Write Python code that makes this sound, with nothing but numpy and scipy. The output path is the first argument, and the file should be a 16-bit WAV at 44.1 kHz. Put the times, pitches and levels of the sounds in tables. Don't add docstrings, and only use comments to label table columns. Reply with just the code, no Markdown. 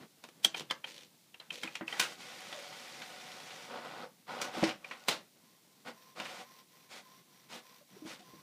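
import sys
import numpy as np
from scipy import signal
from scipy.fft import rfft, irfft
from scipy.io import wavfile
from scipy.ndimage import uniform_filter1d

SR = 44100
rng = np.random.default_rng(int(sys.argv[2]) if len(sys.argv) > 2 else 0)


def inscribe(sig):
    pcm = np.round(np.clip(np.atleast_2d(sig).T, -1, 1) * 32767)
    wavfile.write(sys.argv[1], SR, pcm.astype(np.int16))


N = 371322
TIME = np.arange(N) / SR

# peak time in seconds, level in dB,
# pitch in Hz, level of the guide's ring in dB, level of the knock in dB, rattle t60 in seconds.
SLIPS = [(0.449, -18, 3260, -26, -38, .035), (0.547, -35, 2420, -35.5, -40.5, .07),
         (0.703, -35, 3410, -47, -50, 0.045), (.711, -32, 2220, -28, -38, 0.025),
         (.845, -38.5, 2500, -35.5, -46, 0.075), (1.345, -47, 2790, -54.5, -56, 0.074),
         (1.402, -47, 4030, -46.5, -58.5, 0.27), (1.507, -34, 2600, -35, -58, 0.27),
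         (1.636, -35, 2190, -38, -44, 0.13), (1.677, -37.5, 2500, -54, -50.5, 0.14),
         (1.756, -39, 2780, -45, -52, 0.1), (1.881, -32.5, 2540, -44, -51.5, 0.3),
         (1.928, -35, 1940, -35.5, -45, 0.26), (2.529, -48, 3390, -58, -50.5, 0.078),
         (2.728, -50, 2080, -66, -55, .04), (4.711, -38.5, 2300, -55, -47, .06),
         (4.847, -39.5, 2400, -64, -51, 0.095), (4.913, -48, 2300, -67, -43.5, 0.15)]
# start and end in seconds, gear level in dB, paper level in dB.
ROLLER_TURNS = [(1.86, 2.178, -53.5, -50), (2.163, 3.719, -53.5, -51), (3.676, 3.838, -42.5, -57),
                (3.801, 4.087, -45.5, -58), (4.265, 4.527, -41.5, -55), (4.509, 4.739, -39.5, -49),
                (4.796, 5.114, -58.5, -72), (5.842, 5.935, -42.5, -53), (6.147, 6.268, -44.5, -52),
                (6.225, 6.456, -49.5, -52), (6.885, 7.029, -53.5, -52), (7.483, 7.62, -51, -50),
                (8.038, 8.181, -52, -51)]


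def gain_of(db):
    return 10 ** (np.asarray(db) / 20)


def unit_rms(x):
    return x / np.sqrt(np.mean(x ** 2) + 1e-20)


def curve_at(points, hz):
    f, value = np.transpose(points)
    return np.interp(np.log(hz + 1), np.log(f + 1), value)


def add(mix, s, sound):
    part = mix[max(round(s * SR), 0):][:len(sound)]
    part += sound[:len(part)]


def colour(x, db_at, size=4096):
    log_gain = np.log(gain_of(db_at(abs(np.fft.fftfreq(size, 1 / SR)))) + 1e-6)
    taps = np.fft.ifft(np.exp(np.conj(signal.hilbert(log_gain)))).real[:size // 2]
    return signal.fftconvolve(x, taps / np.linalg.norm(taps))[:len(x)]


def wander(rate_hz):
    slow = np.fft.rfftfreq(N, 1 / SR) < rate_hz
    return unit_rms(irfft(rfft(rng.standard_normal(N)) * slow, N))


def patchy_noise(spectrum, patchy_db):
    noise = rng.standard_normal(N) * gain_of(patchy_db * wander(150))
    return unit_rms(colour(noise, lambda f: curve_at(spectrum, f)))


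def ramps(start, end, rise, fall):
    return np.clip(np.minimum((TIME - start) / rise, (end - TIME) / fall), 0, 1)


def move(start, end, db, rise, fall, ease_db_per_s=0):
    elapsed = np.clip(TIME - start, 0, end - start)
    return ramps(start, end, rise, fall) * gain_of(db + ease_db_per_s * elapsed)


def background(fade_s=0.057, rest_db=-70):
    # start and end in seconds, level in dB.
    spells = [(-.06, 0.083, -52.5), (.3, 0.73, -64.5), (1.436, 4.1, -66.5), (7.893, 8.44, -62.5)]
    # frequency in Hz, level in dB.
    rustle_spectrum = [(40, -27), (90, -13), (160, 2.5), (270, -2.5), (600, -11), (1500, -15), (4000, -22),
                       (15000, -46.5)]
    # frequency in Hz, level in dB.
    hush_spectrum = [(25, -23.5), (70, -26.5), (110, -10.5), (170, -5), (300, -6.5), (520, -14.5),
                     (850, -12), (1300, -27), (2100, -11), (2700, -11.5), (4000, -8.5), (7000, -11.5),
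                     (15400, -14.5)]
    stir = gain_of(2.2 * wander(12))
    swells = sum(move(start, end, db, fade_s, fade_s) for start, end, db in spells)
    rustle = np.hypot(gain_of(rest_db), swells) * stir * patchy_noise(rustle_spectrum, patchy_db=1.5)
    return gain_of(-67) * patchy_noise(hush_spectrum, patchy_db=-0.5) + rustle


def snap(mix, s, db, t60, tilt, bass_db, part_hz, scrape_db=-19, scrape_s=0.0066, bass_hz=800):
    # frequency in Hz, level in dB.
    plastic_spectrum = [(60, -43.5), (150, -9), (300, -8), (550, -1.5), (1000, -2), (1500, -1), (2500, 1.5),
                        (4000, -1.5), (6000, -5), (9000, -10.5), (13000, -18), (16000, -19.5)]
    t = np.arange(-SR // 50, SR // 4) / SR
    chatter = gain_of(2 * unit_rms(uniform_filter1d(rng.standard_normal(len(t)), size=40)))
    scrape = gain_of(scrape_db) * np.exp(-abs(t) / scrape_s)
    envelope = np.where(t < 0, scrape, gain_of(-60 * abs(t) / t60))
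    force = rng.standard_normal(len(t)) * chatter * envelope
    force *= np.linalg.norm(envelope) / np.linalg.norm(force)

    def body_db(f):
        slope = tilt * np.log2(np.hypot(f, bass_hz) / 2500)
        shelf = bass_db / (1 + (f / bass_hz) ** 2)
        resonance = 6 / (1 + ((f / part_hz - 1) / 0.1) ** 2)
        return curve_at(plastic_spectrum, f) + slope + shelf + resonance

    add(mix, s + t[0], gain_of(db + 4) * colour(force, body_db))


def clacks():
    # time in seconds, level in dB, rattle t60 in seconds,
    # treble tilt in dB per octave, bass shelf in dB, resonance of the part in Hz.
    latches = [(0.239, -44.5, 0.031, -.5, 13, 3900), (.288, -50, 0.018, 0.5, 14, 3250),
               (.447, -20.5, .018, 4.5, 9, 3200), (.607, -42.5, .035, 0, 17, 3220),
               (0.7104, -28.5, .02, -3, -2.5, 2120), (0.875, -52, 0.042, -2.5, -12, 2600),
               (1.633, -39, 0.056, 0, 9, 2200), (1.754, -37, 0.029, -2.5, -19, 2700),
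               (1.810, -39, 0.043, -23, -41, 1920), (1.9966, -25, 0.08, 0.55, -2, 1440),
               (2.526, -45, 0.054, -4, 5, 3400), (3.019, -43.5, 0.045, -5.5, -25, 1460),
               (3.505, -48, 0.068, -6.5, -13, 4000), (4.415, -35.5, 0.085, 1, 9, 6140),
               (4.627, -36, 0.08, -3, 18, 2200), (4.638, -34, 0.098, -4.5, -25, 5340),
               (4.692, -38.5, .06, -5.5, -17, 3100), (5.0842, -25, .08, 0, 6.5, 4000),
               (6.1999, -37.5, 0.05, -7, -16, 3000), (6.255, -44.5, .09, -6, -16, 2400)]
    out = np.zeros(N)
    for s, db, t60, tilt, bass_db, part_hz in latches:
        snap(out, s, db, t60, tilt, bass_db, part_hz)
        snap(out, s + 0.33 * t60, db - 11.5, t60 * 2.42, tilt - 1.5, bass_db, part_hz)
    for s, _, hz, _, knock_db, t60 in SLIPS:
        snap(out, s - 0.002, knock_db, t60, tilt=-9, bass_db=-13.5, part_hz=hz)
    return out


def carriage():
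    # start and end in seconds, level in dB.
    runs = [(0.408, 0.457, -66), (0.553, 0.635, -42), (0.852, 1.086, -53), (1.51, 1.637, -48),
            (1.61, 1.832, -57), (4.849, 5.103, -58), (8.18, 8.265, -59.5)]
    # frequency in Hz, level in dB.
    rail_spectrum = [(59, -54), (100, -21), (152, -17.5), (192, -1.5), (262, -8), (570, 1.5), (674, -9.5),
                     (1070, -8.5), (1190, -13.5), (2520, -1.5), (3050, -0.5), (4350, -3), (4940, -6.5),
                     (6220, -7.5), (15000, -25.5)]
    rub = sum(move(start, end, db, rise=0.018, fall=0.056, ease_db_per_s=-24) for start, end, db in runs)
    return rub * patchy_noise(rail_spectrum, patchy_db=3.5)


def squeaks(guide_hz=3140, swell_s=0.0023, release_s=0.0038, rough_rad=0.45, grit_db=-9.5):
    out, t = np.zeros(N), np.arange(-SR // 100, SR // 25) / SR
    envelope = np.exp(-np.where(t < 0, (t / swell_s) ** 2, t / release_s))
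    for s, db, hz, ring_db, _, _ in SLIPS:
        grit = unit_rms(colour(rng.standard_normal(len(t)), lambda f: -16 * abs(np.log2((f + 100) / hz))))
        add(out, s + t[0], gain_of(db + grit_db) * envelope * grit)
        for tone_hz, tone_db in (hz, db), (guide_hz, ring_db):
            jitter = rough_rad * unit_rms(uniform_filter1d(rng.standard_normal(len(t)), size=60))
            tone = np.sin(2 * np.pi * tone_hz * t + jitter)
            add(out, s + t[0], gain_of(tone_db + 2.5) * envelope * tone)
    return out


def thumps(falloff_db_per_octave=7):
    # start in seconds, level in dB, frequency driven most in Hz,
    # attack in seconds.
    blows = [(.453, -40, 220, 0.0044), (0.609, -45, 228, 0.008), (1.639, -37, 200, 0.006),
             (1.81, -33.5, 235, 0.0042), (4.567, -32, 240, 0.0047), (4.626, -23.5, 210, 0.0016),
             (4.632, -20, 600, 0.0015), (4.679, -34, 210, .0045), (5.086, -40, 403, 0.0023),
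             (6.195, -41, 190, 0.0051), (7.555, -48.5, 200, 0.006), (8.051, -40.5, 220, 0.0032),
             (8.193, -54, 220, 0.0033), (8.336, -48, 188, 0.0014)]
    # frequency in Hz, level in dB, t60 in seconds.
    case_modes = [(92.4, -13.5, 0.066), (148, -10.5, 0.08), (206, -0.5, 0.079), (246.8, -5, 0.11),
                  (324.3, 2, 0.11), (410, 2, .05), (564, 6.5, 0.034), (715, -7, .04)]
    out, t = np.zeros(N), np.arange(SR // 3) / SR
    for s, db, drive_hz, attack in blows:
        ring = np.zeros(len(t))
        for hz, mode_db, t60 in case_modes:
            struck_db = mode_db - falloff_db_per_octave * abs(np.log2(hz / drive_hz))
            ring += gain_of(struck_db - 60 * t / t60) * np.sin(2 * np.pi * hz * t)
        add(out, s, gain_of(db) * ring * np.minimum(t / attack, 1))
    return out


def gears(mesh_hz=95, jitter=0.15, knock=0.38, drift=0.0143, spin_up_s=0.04, settle_s=0.27, brake_s=0.053):
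    # frequency in Hz, width in Hz, level in dB.
    resonances = [(232, 23, -2.5), (554, 117, 1), (737, 52, 0), (887, 78, -2), (1113, 113, -2),
                  (1262, 77, -5), (1465, 53, -3), (2000, 170, -16.5)]
    # frequency in Hz, level in dB.
    floor_spectrum = [(50, -80), (130, -10), (350, -13.5), (800, -15.5), (1500, -9.5), (3000, -13.5),
                      (5400, -21), (7500, -69), (15000, -55)]
    # pitch in Hz, level in dB against the gear noise.
    wheel_tones = [(578, -8.5), (742, -7), (1470, -16)]

    def housing_db(f):
        peaks = sum(gain_of(db) ** 2 / (1 + ((f - hz) / width) ** 2) ** 2 for hz, width, db in resonances)
        return 10 * np.log10(gain_of(curve_at(floor_spectrum, f)) ** 2 + peaks)

    teeth = np.cumsum(mesh_hz * (1 + jitter * wander(45))) / SR
    scrape = rng.standard_normal(N) * (1 + knock * np.cos(2 * np.pi * teeth)) * gain_of(wander(28))
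    rattle = unit_rms(colour(scrape, housing_db))
    shaft_time = np.cumsum(1 + drift * wander(34.2)) / SR
    tones = sum(gain_of(db + 3 * wander(6.9)) * np.sin(2 * np.pi * hz * shaft_time)
                for hz, db in wheel_tones)
    turning = sum(move(start, end, db, spin_up_s, brake_s) for start, end, db, _ in ROLLER_TURNS)
    settled = sum(move(start, end, db, settle_s, brake_s) for start, end, db, _ in ROLLER_TURNS)
    return gain_of(-2.5) * (turning * rattle + settled * tones)


def paper(grip_db=0.64, ticks_per_s=45, tick_s=0.0018, crinkle_db=-11):
    # frequency in Hz, level in dB.
    paper_spectrum = [(60, -28), (170, -21), (400, -6), (1200, -6.5), (2200, 3), (2700, -0.5), (3400, 1),
                      (4500, -2), (5800, -4), (8000, -10), (11000, -15.5), (15500, -23)]
    noise = rfft(rng.standard_normal(N))
    edges_hz = np.geomspace(1200, 9000, num=9)
    band = np.searchsorted(edges_hz, np.fft.rfftfreq(N, 1 / SR))
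    rasp = sum(irfft(noise * (band == k), N) * gain_of(grip_db * wander(22))
               for k in range(len(edges_hz) + 1))
    ticks = (rng.random(N) < ticks_per_s / SR) * rng.random(N)
    crinkles = signal.lfilter([1], [1, -np.exp(-1 / (tick_s * SR))], ticks) * rng.standard_normal(N)
    rub = unit_rms(rasp * gain_of(wander(120))) + gain_of(crinkle_db) * unit_rms(crinkles)
    sliding = sum(move(start, end, db, rise=0.04, fall=0.053, ease_db_per_s=-1.5)
                  for start, end, _, db in ROLLER_TURNS)
    return sliding * unit_rms(colour(rub, lambda f: curve_at(paper_spectrum, f)))


def groans(flutter=0.0395, growl_db=2, overtone_db=-17, ramp_s=0.003):
    # start and end in seconds, first and last pitch in Hz, level in dB.
    drags = [(2.54, 2.611, 612, 549, -46), (7.81, 7.831, 585, 565, -58.5), (7.963, 7.977, 370, 397, -49),
             (8.02, 8.071, 307.5, 314, -47.5), (8.203, 8.234, 740, 734, -60)]
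    out = np.zeros(N)
    unsteady = 1 + flutter * wander(107)
    grip = gain_of(growl_db * wander(60))
    for start, end, first_hz, last_hz, db in drags:
        pitch = np.interp(TIME, [start, end], [first_hz, last_hz]) * unsteady
        phase = 2 * np.pi * np.cumsum(pitch) / SR
        note = np.sin(phase) + gain_of(overtone_db) * np.sin(2 * phase)
        out += move(start, end, db, ramp_s, ramp_s) * note
    return out * grip


def print_passes(whine_hz=1058, sag=0.06, flutter=0.034, throb_db=3.5, nozzle_hz=5790, nozzle_db=-10.5):
    # start in seconds,
    # motor whine in dB, spray and belt hiss in dB.
    swaths = [(5.39, -77, -74), (5.925, -70, -64.5), (6.42, -65.5, -63), (7.01, -68, -65),
              (7.599, -69.5, -63), (8.215, -66, -64.5)]
    # frequency in Hz, level in dB.
    hiss_spectrum = [(80, -11), (180, 1), (330, -2), (480, 9), (750, 6), (1500, 4.5), (2100, 8), (2800, 3),
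                     (3600, 6), (5300, 3.5), (5850, 5), (6800, -5), (11000, -8), (13500, 1), (15500, -3)]
    pass_s, return_after_s, ramp_s = 0.235, 0.255, 0.055
    returns = [(s + return_after_s, whine_db - 7.5, hiss_db - 2.5) for s, whine_db, hiss_db in swaths]
    speed, whine_gain, hiss_gain = np.ones(N), np.zeros(N), np.zeros(N)
    for start, whine_db, hiss_db in swaths + returns:
        on = ramps(start, start + pass_s, ramp_s, ramp_s)
        speed -= sag * on * ((TIME - start) / pass_s * 2 - 1.2) ** 2
        whine_gain += gain_of(whine_db) * on
        hiss_gain += gain_of(hiss_db) * on
    motor_cycles = np.cumsum(whine_hz * (speed + flutter * wander(152))) / SR
    whine = unit_rms(np.sin(2 * np.pi * motor_cycles) * gain_of(throb_db * wander(70)))
    nozzle_cycles = np.cumsum(nozzle_hz * (1 + 0.0233 * wander(336))) / SR
    sizzle = np.sin(2 * np.pi * nozzle_cycles) * gain_of(nozzle_db + 3.7 * wander(60))
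    return whine_gain * whine + hiss_gain * (patchy_noise(hiss_spectrum, patchy_db=2.5) + sizzle)


def room(x, predelay_s=0.0015):
    # frequency in Hz, t60 in seconds.
    decay_times = [(100, 0.42), (500, 0.27), (2500, 0.21), (6000, 0.18), (15000, 0.047)]
    t = np.arange(SR // 2) / SR
    hz, frame_s, bands = signal.stft(rng.standard_normal(len(t)), SR, nperseg=256)
    decay = gain_of(-60 * frame_s / curve_at(decay_times, hz)[:, None])
    tail = signal.istft(bands * decay, SR, nperseg=256)[1][:len(t)] * (t > predelay_s)
    return signal.fftconvolve(x, tail / np.linalg.norm(tail))[:N]


def scene():
    snaps, chirps = clacks(), squeaks()
    lows = thumps() + groans()
    motion = gears() + paper() + carriage() + print_passes()
    send = gain_of(-11) * snaps + gain_of(-22) * chirps + gain_of(-17) * lows + gain_of(-11.5) * motion
    return (snaps + chirps + lows + motion + room(send) + background())[None]


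def record(dry, bass_cut_hz=88, treble_cut_hz=15500):
    thin = signal.sosfilt(signal.butter(2, bass_cut_hz, "highpass", fs=SR, output="sos"), dry)
    lowpass = signal.firwin(511, treble_cut_hz, window=("kaiser", 9), fs=SR)
    return signal.oaconvolve(thin, lowpass[None], "same")


dry = scene()
out = record(dry)
inscribe(out)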